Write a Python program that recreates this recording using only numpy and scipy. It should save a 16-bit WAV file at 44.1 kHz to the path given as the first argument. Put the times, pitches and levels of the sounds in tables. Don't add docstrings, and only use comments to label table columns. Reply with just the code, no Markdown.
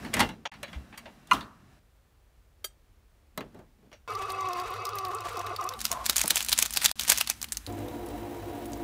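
import sys
import numpy as np
from scipy import signal
from scipy.fft import rfft, irfft, next_fast_len
from scipy.io import wavfile

SR = 44100
rng = np.random.default_rng(int(sys.argv[2]) if len(sys.argv) > 2 else 0)


def put_to_file(sound):
    columns = np.atleast_2d(sound).T
    safe = np.clip(columns, -1, 1)
    whole_steps = np.round(safe * 32767)
    wavfile.write(sys.argv[1], SR, whole_steps.astype(np.int16))


N = 389403
T = np.arange(N) / SR

MOMENTS_S = [0, 1.795, 4.077, 5.756, 7.675, 9]
# frequency in Hz, relative density in dB.
AIR_SPECTRA = [
    [(18, -29), (30, 8), (204, 1), (280, -6), (384, -15), (526, -17), (721, -14.5), (16000, -34)],
    [(18, -42), (30, 6.5), (70, 1.5), (165, -16.5), (632, -21), (866, -24.5), (1220, -25), (5040, -35),
     (12000, -38.5), (16000, -37)],
    [(20, -36), (40, 2), (100, -11), (200, -19), (700, -7), (1700, -9), (2700, -13.5), (7000, -21.5),
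     (16000, -32)],
    [(20, -37), (40, -10), (80, -5.5), (170, -15), (450, -26.5), (1500, -21.5), (5000, -30), (11000, -28),
     (16000, -35)],
    [(20, -35), (40, -4.5), (110, -5.5), (175, -13), (330, -8.5), (650, -10), (1000, -15), (1300, -18.5),
     (2800, -24.5), (3900, -29), (4500, -31.5), (12500, -33.5), (16000, -44)],
]
AIR_LEVELS_DB = [-60.5, -60, -50, -53.5, -45]
# frequency in Hz, width in Hz, level in dB.
HUMS = [
    [(98.7, 15, -52.5)],
    [(55.44, 12.4, -52), (222.3, 17.1, -60), (290.7, 26.8, -65.5)],
    [(55.8, 2.5, -47), (101.4, 5.74, -46.5), (226, 9.3, -51), (288.8, 20, -44.5), (345.3, 11.9, -44),
     (440, 7.2, -54), (494, 13.16, -51), (590, 8.5, -56), (709, 29.96, -48), (810, 11.2, -56.5),
     (953, 29.8, -55), (3900, 100, -68.5)],
]
# strongest instant in seconds, rumble in dB, rustle in dB,
# then the rise and the rumble's fade in seconds per 60 dB.
RUBS = [(.06, -40.5, -47, 1.1, 0.41), (0.203, -28, -31.5, 0.21, 0.42), (.55, -60.5, -65.5, 0.14, 3),
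        (.74, -52.5, -58, 0.65, 0.92), (1.06, -62, -60.5, 1.6, 4.2), (1.341, -35.5, -37, 0.11, 0.42),
        (1.738, -71.5, -67.5, 0.74, 1), (3.4, -50, -67.5, 0.14, 0.61), (3.59, -56, -70, 0.64, .35),
        (3.85, -58.5, -87.5, 0.32, 0.51),]
# frequency in Hz, relative density in dB.
RUSTLE_SPECTRUM = [(410, -38.5), (700, -6), (863, -7.5), (997, -12), (1460, -13), (5400, -24), (16000, -34)]
# frequency in Hz, width in Hz, level in dB.
SHELL_MODES = [(594, 65, -2), (846, 91, 2.5), (1737, 230, -5.5), (2120, 47, -9.5), (2740, 52, -8.5),
               (3410, 140, -13), (3940, 55, -12.5), (4440, 160, -12), (5740, 120, -16.5), (6570, 110, -19)]
# ring in Hz,
# rattle t60 in seconds, relative thud in dB, weight of broad clatter, top of the crack in Hz.
POD = (2048.5, 0.12, -26, 2.5, 10999)
HOUSING = (902, 0.12, -11, 3, 11002)
BUTTON = (1203, 0.07, -0.5, 2.5, 17000.5)
RIM = (3400, .1, -22, .8, 12000)
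FINGER = (400, 0.1, 1, 0.17, 15000)
# start in seconds, level in dB, relative crack in dB, part struck.
KNOCKS = [(.048, -33, -9, POD), (.06, -40, -25, HOUSING), (.133, -25, -16.5, POD), (0.139, -19, 1, POD),
          (0.167, -21.5, -7.5, POD), (.194, -16, -4, POD), (.203, -10.5, -6, HOUSING),
          (.208, -19.5, -4.5, POD), (.29, -32.5, -7, POD), (.454, -21, -27, POD), (0.518, -37, -14, POD),
          (.538, -41, -9, POD), (.63, -26, -4, POD), (.68, -40.5, -20, POD), (0.73, -35.5, -9, POD),
          (.927, -40.5, -25, POD), (.94, -44, -25, POD), (0.976, -34.5, -1.5, POD),
          (1.057, -37.5, -27, HOUSING), (1.272, -55.5, 10, RIM), (1.333, -26, -0.5, RIM),
          (1.345, -32.5, -1.5, RIM), (1.408, -33.5, -9, RIM), (3.376, -27.5, 1, BUTTON),
          (3.4072, -33, -11, BUTTON), (3.439, -49, -25, FINGER), (3.545, -44, -12, FINGER),
          (3.591, -45.5, -8.5, FINGER), (3.827, -58, -26.5, FINGER), (3.916, -46, -14, BUTTON),
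          (3.928, -39.5, -16, POD)]
# start, onset of silence and end in seconds, gain in dB before the silence.
DROPOUTS = [(0.476, 0.498, .516, -21), (6.916, 6.927, 6.956, -23)]
# start in seconds, level in dB.
METAL_TAPS = [(.975, -34), (2.643, -20)]
# frequency in Hz, level in dB, t60 in seconds.
METAL_MODES = [(380, -15, .06), (620, -10, .06), (1254, -9, .05), (1626, -9, .08), (2083, -7, .045),
               (3187, -2, .04), (3750, -6, .035), (4620, -4, .055), (4753, -8, .09), (5879, -7, .045),
               (6831, -11, .075), (8231, -10, .085), (9905, -12, .04), (10810, -9, .07), (14090, -5, .065),
               (15150, -9, .04)]
LID_MODES = [(880, -14, .05), (1000, -4, .09), (1061, -1, .08), (1180, -2, .07), (1287, 0, .075),
             (1400, -4, .06), (2050, -6, .03), (2450, -6, .03), (2830, -2, .035), (4200, -15, .05),
             (6175, -18, .035)]
# time in seconds, resting pitch in Hz, flutter in dB, rush in dB.
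FLOW = [(4.077, 395, -46, -35.5), (4.159, 389, -46, -39), (4.3, 386.8, -46.5, -37.5),
        (4.44, 382, -46.5, -35), (4.481, 365.8, -44, -37.5), (4.631, 356.4, -46, -36),
        (4.8, 389.4, -48.5, -36), (5.0, 391.3, -47.5, -38.5), (5.101, 361.4, -46, -40.5),
        (5.2, 354.2, -44.5, -36), (5.4, 357.3, -47, -34), (5.65, 357.8, -50.5, -36),
        (5.756, 368.6, -49.5, -38)]
# centre in seconds, rise in Hz, half length in seconds.
HOPS = [(4.086, 79.5, .015), (4.133, 65.3, .018), (4.185, 70.3, .012), (4.269, 75.7, .015),
        (4.676, 104.4, .022), (4.769, 89.2, .022), (4.847, 80.4, .012), (4.911, 80.6, .018),
        (5.122, 61.2, .01), (5.175, 95.6, .022), (5.335, 134.9, .035), (5.468, 104.5, .025),
        (5.541, 89.8, .015), (5.603, 61.2, .02), (5.724, 148, .04)]
# centre in seconds, dip of the flutter in dB.
STALLS = [(5.2, -8), (5.236, -15), (5.289, -26), (5.43, -16), (5.569, -26), (5.7, -5)]
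# time in seconds, level spread in dB.
RASP = [(5.1, 2), (5.3, 3.8)]
# harmonic number, resonance in Hz, half width in Hz, relative level in dB.
OVERTONES = [(2, 719, 64, 4.5), (3, 1170, 110, 11), (5, 1860, 94, -12), (7, 2950, 83, -9.5)]
# frequency in Hz, width in Hz, level in dB.
CUP_MODES = [(1045, 24, -4), (1157, 18, -3), (1240, 35, -9), (1345, 30, -14), (1460, 35, -16),
             (880, 45, -19), (2080, 60, -18), (2280, 30, -21), (2590, 65, -13), (3370, 40, -25),
             (3740, 90, -21), (4680, 200, -23), (5750, 350, -24), (4130, 60, -26), (2830, 90, -20),
             (480, 90, -15), (715, 60, -12)]
# time in seconds, peak in dB, resonance in Hz.
SPLASHES = [(4.1043, -35.5, 4820), (4.152, -29, 4730), (4.19, -38, 6800), (4.3028, -28, 4470),
            (4.3202, -28.5, 8750), (4.408, -33, 6160), (4.4869, -33, 5880), (4.5327, -25.5, 5400),
            (4.572, -41, 13010), (4.5992, -28, 4970), (4.705, -35, 12940), (4.7391, -32, 3948),
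            (4.8528, -24, 5336), (4.868, -31, 5000), (4.891, -28.5, 5560), (4.9549, -29.5, 13340),
            (4.986, -20.5, 5080), (5.0506, -27, 4130), (5.084, -38, 13700), (5.1486, -27.5, 8120),
            (5.2063, -30.5, 5640), (5.2919, -35.5, 8600), (5.3207, -43, 8840), (5.3709, -28.5, 4700),
            (5.3928, -27, 5800), (5.4646, -31.5, 3960), (5.5627, -23, 4020), (5.6112, -32, 5740),
            (5.6408, -29, 8370), (5.6903, -19.5, 5450), (5.7373, -28.5, 3714)]
PAPER_SNAPS = [(5.791, -31, 3960), (5.805, -19.5, 4500), (5.815, -17, 6230), (5.844, -22, 11100),
               (5.853, -8, 5300), (5.864, -20, 3980), (5.9157, -11, 6170), (5.927, -18, 8000),
               (6.057, -19, 7000), (6.107, -18, 6000), (6.063, -9, 7200), (6.0968, -5, 4000),
               (6.1598, -14, 4100), (6.166, -7.5, 6800), (6.1813, -7.5, 6700), (6.1944, -16, 8000),
               (6.215, -6.5, 6300), (6.2376, -15, 6000), (6.258, -14, 10000), (6.279, -8.5, 9650),
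               (6.306, -5.5, 3820), (6.3474, -27, 3400), (6.358, -8, 7100), (6.3694, -8.5, 3200),
               (6.377, -11.5, 7000), (6.4066, -11.5, 3300), (6.4272, -16, 7000), (6.4477, -16.5, 8950),
               (6.463, -24, 9300), (6.486, -14, 3900), (6.4935, -14.5, 8000), (6.5185, -14, 4300),
               (6.528, -5, 3870), (6.578, -11, 6600), (6.5886, -4.5, 6600), (6.5993, -15, 8800),
               (6.616, -20, 6200), (6.6252, -4, 6270), (6.654, -20, 5000), (6.66, -14.5, 6740),
               (6.707, -20, 8800), (6.727, -21, 11000), (6.737, -16.5, 6400), (6.762, -14, 5000),
               (6.7722, -4, 4500), (6.816, -19, 5000), (6.819, -18, 1990), (6.824, -18, 9000),
               (6.833, -15, 7000), (6.845, -5, 6450), (6.8504, -5, 6960), (6.859, -2.5, 3620),
               (6.914, -12.5, 4300), (6.9953, -12.5, 3360), (7.0094, -17.5, 5900), (7.019, -19, 3680),
               (7.035, -16.5, 6270), (7.0497, -22.5, 2280), (7.079, -16.5, 9000), (7.0834, -14, 5400),
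               (7.092, -22, 7000), (7.0993, -2, 7600), (7.107, -19, 9000), (7.12, -5.5, 2120),
               (7.128, -13.5, 5800), (7.163, -23, 3900), (7.1758, -9.5, 5860), (7.1836, -12, 6500),
               (7.205, -20, 4550), (7.211, -5.5, 2860), (7.274, -13, 4140), (7.2998, -7.5, 5760),
               (7.4159, -19, 4760), (7.4284, -12.5, 6040), (7.4426, -19.5, 2620)]
LAST_SNAPS = [(7.486, -36, 4440), (7.5218, -11, 8000), (7.5466, -34, 4040), (7.57, -16, 6000),
              (7.6651, -24, 4270), (7.724, -38, 7500), (7.7887, -39, 8000), (7.8827, -37, 3840),
              (8.062, -36, 10000), (8.087, -39, 9000), (8.6568, -32, 11200), (8.7196, -36, 7500),
              (8.7331, -27.5, 6130)]
# frequency in Hz, relative density in dB.
POWDER_SPECTRUM = [(240, -19), (400, -80), (588, -16), (789, -13.5), (3750, -8), (9040, -13.5),
                   (16000, -24)]
# start in seconds, peak in dB.
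FLAPS = [(5.907, -37.5), (6.094, -31), (6.24, -25.5), (6.302, -31), (6.623, -36), (6.766, -36)]
# frequency in Hz, width in Hz, level in dB.
BRUSH_MODES = [(11050, 200, -84), (14600, 500, -64.5), (15240, 200, -66)]

BREW_START_S, BREW_END_S, SHAKING_END_S = MOMENTS_S[2], MOMENTS_S[3], 7.4


def amp(db):
    return 10 ** (np.asarray(db) / 20)


def unit(x):
    return x / np.sqrt(np.mean(x ** 2) + 1e-20)


def peak(x):
    return x / np.abs(x).max()


def add(out, s, piece):
    at = round(s * SR)
    out[at:at + len(piece)] += piece[:N - at]


def noise():
    return rng.standard_normal(N)


def drift(rate_hz):
    r = np.exp(-2 * np.pi * rate_hz / SR)
    return unit(signal.lfilter([1], [1, -2 * r, r * r], noise()))


def burst(t60, size):
    return rng.standard_normal(size) * amp(-60 * np.arange(size) / SR / max(t60, .002))


def grains(per_s, spread_db):
    sizes = amp(spread_db * np.minimum(rng.exponential(1, N), 5)) * rng.choice([-1, 1], N)
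    return sizes * (rng.random(N) < per_s / SR)


def swell(s, db, rise, fade):
    distance = np.where(T < s, (s - T) / max(rise, .01), (T - s) / max(fade, .01))
    return amp(db - 60 * np.clip(distance, 0, 4))


def bump(s, half_s):
    return np.exp(-np.abs((T - s) / half_s) ** 3.08)


def coloured(x, points):
    size, (hz, db) = next_fast_len(N), np.transpose(points)
    shape_db = np.interp(np.log(np.arange(size // 2 + 1) * SR / size + 1), np.log(hz), db)
    return unit(irfft(rfft(x, size) * amp(shape_db), size)[:N])


def band(x, low_hz, high_hz, order=2):
    sos = signal.butter(order, [low_hz, min(high_hz, .45 * SR)], "band", fs=SR, output="sos")
    return signal.sosfilt(sos, x)


def resonance(x, hz, width):
    r, w = np.exp(-np.pi * width / SR), 2 * np.pi * hz / SR
    return signal.lfilter([(1 - r * r) / 2, 0, (r * r - 1) / 2], [1, -2 * r * np.cos(w), r * r], x)


def ring(x, hz, t60):
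    r, w = amp(-60 / (t60 * SR)), 2 * np.pi * hz / SR
    return signal.lfilter([0, np.sin(w)], [1, -2 * r * np.cos(w), r * r], x)


def background():
    layers = [amp(db) * coloured(noise(), air) for air, db in zip(AIR_SPECTRA, AIR_LEVELS_DB)]
    layers[2] *= amp(4.5 * drift(32))
    layers[4] *= amp(1.2 * drift(35))
    for moment, hums in enumerate(HUMS, start=2):
        layers[moment] += sum(amp(db) * hum(hz, width) for hz, width, db in hums)
    layers[4] += motor_brushes()
    return sum(x * (T >= start) * (T < end) for x, start, end in zip(layers, MOMENTS_S, MOMENTS_S[1:]))


def shells(x, spread_db):
    return sum((-1) ** k * amp(db + spread_db * rng.normal()) * unit(resonance(x, hz, width))
               for k, (hz, width, db) in enumerate(SHELL_MODES))


def hands():
    rumble = band(noise(), 33, 230) + 1.9 * resonance(noise(), 220, 43)
    rumble = unit(rumble + .44 * resonance(noise(), 300, 110)) * amp(1.4 * drift(27))
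    rustle = coloured(noise() + .38 * unit(grains(1400, 2.9)), RUSTLE_SPECTRUM)
    rustle = unit(rustle + .51 * unit(shells(rustle + .27 * noise(), spread_db=.5)))
    out = sum(swell(s, rumble_db, rise, fade) * rumble + swell(s, rustle_db, rise, .61 * fade) * rustle
              for s, rumble_db, rustle_db, rise, fade in RUBS)
    touching = ((T < MOMENTS_S[1]) | (T > MOMENTS_S[1] + 1)) & (T < BREW_START_S)
    return out * touching


def knocks():
    out, size = np.zeros(N), SR // 3
    for s, db, crack_db, (ring_hz, t60, thud_db, clatter, top_hz) in KNOCKS:
        rattle = burst(t60, size)
        hz = ring_hz * (1 + .12 * rng.uniform(-1, 1))
        body = peak(resonance(resonance(rattle, hz, .13 * hz), hz, .5 * hz))
        body += clatter * peak(band(rattle, 650, 3000, order=3))
        body = peak(body + .86 * clatter * peak(shells(rattle, spread_db=6.5)))
        thud = peak(band(burst(2.1 * t60, size), 140, 700))
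        crack = peak(band(burst(.32 * t60, size), 3000, top_hz))
        add(out, s, amp(db) * (body + amp(thud_db) * thud + amp(crack_db) * crack))
    return out


def rocking(start_s=.755, db=-29):
    out, shove = np.zeros(N), np.pad(np.hanning(300), (0, SR // 3))
    add(out, start_s, amp(db) * peak(ring(shove, hz=67, t60=.2)))
    return out


def struck(s, db, modes, blows, clatter, low_hz):
    out, contact = np.zeros(N), np.full(SR // 2, 1e-18)
    for delay_s, strength in blows:
        contact[round(delay_s * SR)] = strength
    rings = sum((-1) ** k * amp(mode_db) * ring(contact, hz, t60)
                for k, (hz, mode_db, t60) in enumerate(modes))
    rattle = band(burst(.087, SR // 2), low_hz, 12000)
    add(out, s, amp(db) * (peak(rings) + clatter * peak(rattle)))
    return out


def metal_taps():
    return sum(struck(s, db, METAL_MODES, blows=[(.0005, .6), (.0027, 1)], clatter=.3, low_hz=477)
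               for s, db in METAL_TAPS)


def lid(start_s=1.312):
    blows = [(0, .49), (.002, .53), (.007, .45)]
    out = struck(start_s, db=-6, modes=LID_MODES, blows=blows, clatter=.062, low_hz=1210)
    cavity = band(burst(t60=.55, size=SR // 2), 950, 1350)
    add(out, start_s, amp(-27) * peak(cavity))
    return out


def outlet_flutter(pitch_hz):
    phase = 2 * np.pi * np.cumsum(pitch_hz) / SR
    rasp_db = np.interp(T, *np.transpose(RASP))
    flutter = amp(rasp_db * drift(90)) * np.sin(phase)
    for k, hz, half_width, db in OVERTONES:
        detuning = (k * pitch_hz - hz) / half_width
        flutter += amp(db + rasp_db * drift(36)) * np.sin(k * phase) / (1 + detuning ** 2)
    return np.sqrt(2) * flutter


def cup_rush(bubbles, patchy_db=2.5, sink_db_per_s=-3.5):
    sinking_db = sink_db_per_s * (T - (BREW_START_S + BREW_END_S) / 2)
    rush = np.zeros(N)
    for k, (hz, width, db) in enumerate(CUP_MODES):
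        gain = amp(db + patchy_db * drift(25) + (hz > 2000) * sinking_db)
        rush += (-1) ** k * gain * unit(resonance(resonance(bubbles, hz, width), hz, 3 * width))
    return unit(rush)


def brewing():
    times, *columns = np.transpose(FLOW)
    rest_hz, flutter_db, rush_db = [np.interp(T, times, column) for column in columns]
    hop_hz = sum(hz * bump(s, half_s) for s, hz, half_s in HOPS)
    stall_db = sum(db * bump(s, half_s=.017) for s, db in STALLS)
    pitch_hz = (rest_hz + hop_hz) * (1 + .017 * drift(30) + .009 * drift(250))
    flow = amp(flutter_db + stall_db) * outlet_flutter(pitch_hz)
    bubbles = unit(grains(5000, 2.6)) * amp(.84 * drift(39))
    flow += amp(rush_db + .33 * stall_db - hop_hz / 100) * cup_rush(bubbles)
    lingering = swell(BREW_END_S, db=-8, rise=1, fade=.44)
    return flow * np.where(T < BREW_END_S, T >= BREW_START_S, lingering) + swish(bubbles)


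def hum(hz, width):
    level = np.sqrt(2) * amp(2 * drift(8.7))
    phase = 2 * np.pi * np.cumsum(hz + .4 * width * drift(8.04)) / SR
    blur = unit(resonance(resonance(noise(), hz, width), hz, 2 * width))
    return .35 * level * np.sin(phase) + .92 * blur


def spray():
    droplets, pitch_index = grains(400, 5.2), rng.integers(0, 10, N)
    rings = sum(ring(droplets * (pitch_index == k) + 1e-18, hz, t60=20 / hz)
                for k, hz in enumerate(np.geomspace(2800, 12000, 10)))
    return amp(-60.5) * unit(rings) * (T > BREW_START_S) * (T < BREW_END_S)


def snaps(rows, low_hz, focus, t60, lead, spike, crumple_db):
    out, ahead, size = np.zeros(N), 300, SR // 10
    for s, db, hz in rows:
        uneven = amp(crumple_db * np.repeat(rng.standard_normal(size // 40 + 1), 40)[:size])
        release = uneven * burst(t60, size) + spike * burst(.0036, size)
        build_up = lead * amp(.93 * db) * burst(.029, ahead)[::-1]
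        crackle = np.concatenate([build_up, release])
        crack = peak(band(crackle, low_hz, 15400, order=1))
        colour = peak(resonance(crackle, hz, .26 * hz))
        add(out, s - ahead / SR, amp(db) * peak(crack + focus * colour))
    return out


def splashes():
    return snaps(SPLASHES, low_hz=8000, focus=1.8, t60=.022, lead=.15, spike=1.2, crumple_db=1.5)


def shaken_paper():
    loud = snaps(PAPER_SNAPS, low_hz=1308, focus=.52, t60=.026, lead=.54, spike=2.18, crumple_db=3)
    crinkles = [(s + rng.uniform(-.012, .035), db + rng.uniform(-31, -20), rng.uniform(2000, 13000))
                for s, db, _ in PAPER_SNAPS if s < SHAKING_END_S]
    return loud + snaps(crinkles, low_hz=1310, focus=1.5, t60=.04, lead=2, spike=.3, crumple_db=3)


def powder(relative_db=-32.5, rise_s=.079, fade_s=.18):
    sliding = unit(grains(6000, 4.5)) * amp(2.5 * drift(60))
    jolts, since = np.zeros(N), T[:SR] - .5
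    jolt = amp(relative_db - 60 * np.where(since < 0, -since / rise_s, since / fade_s))
    for s, db, _ in PAPER_SNAPS:
        if s < SHAKING_END_S:
            add(jolts, s - .5, amp(db) * jolt)
    return jolts * coloured(sliding + .087 * noise(), POWDER_SPECTRUM)


def swish(bubbles):
    hollow = resonance(resonance(bubbles, 1050, 100), 970, 290)
    hollow += .5 * resonance(bubbles, 700, 90) + .48 * resonance(bubbles, 890, 92)
    ending = swell(6.03, db=0, rise=np.inf, fade=.25)
    return swell(5.915, db=-36, rise=.08, fade=3) * ending * unit(hollow)


def flaps():
    out = np.zeros(N)
    for s, db in FLAPS:
        add(out, s, amp(db) * peak(band(burst(.13, SR // 5), 134, 1130)))
    return out


def last_snaps():
    return snaps(LAST_SNAPS, low_hz=1800, focus=1.1, t60=.045, lead=.1, spike=2.5, crumple_db=3)


def motor_brushes(ticks_per_s=53.7):
    ticking = (.3 + np.maximum(np.sin(2 * np.pi * ticks_per_s * T), 0) ** 4) * noise()
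    return sum(amp(db) * unit(resonance(ticking, hz, width)) for hz, width, db in BRUSH_MODES)


def kitchen(x, t60=.18, delay_s=.0043, db=-22):
    tail = band(burst(t60, SR // 2), 200, 7000, order=1)
    tail = np.pad(tail / np.sqrt(np.sum(tail ** 2)), (round(delay_s * SR), 0))
    return amp(db) * signal.fftconvolve(x, tail)[:N]


def scene():
    sharp = splashes() + spray() + shaken_paper() + flaps() + last_snaps()
    sharp += metal_taps() + knocks() + rocking() + lid()
    return (sharp + kitchen(sharp) + hands() + brewing() + powder() + background())[None]


def record(dry):
    gate = np.ones(N)
    for start, silent, end, db in DROPOUTS:
        gate *= np.where((T < start) | (T >= end), 1, amp(db) * (T < silent))
    gated = signal.sosfilt(signal.butter(3, 36, "high", fs=SR, output="sos"), dry) * gate
    return signal.sosfilt(signal.cheby2(20, 50, 15950, fs=SR, output="sos"), gated)


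dry = scene()
out = record(dry)
put_to_file(out)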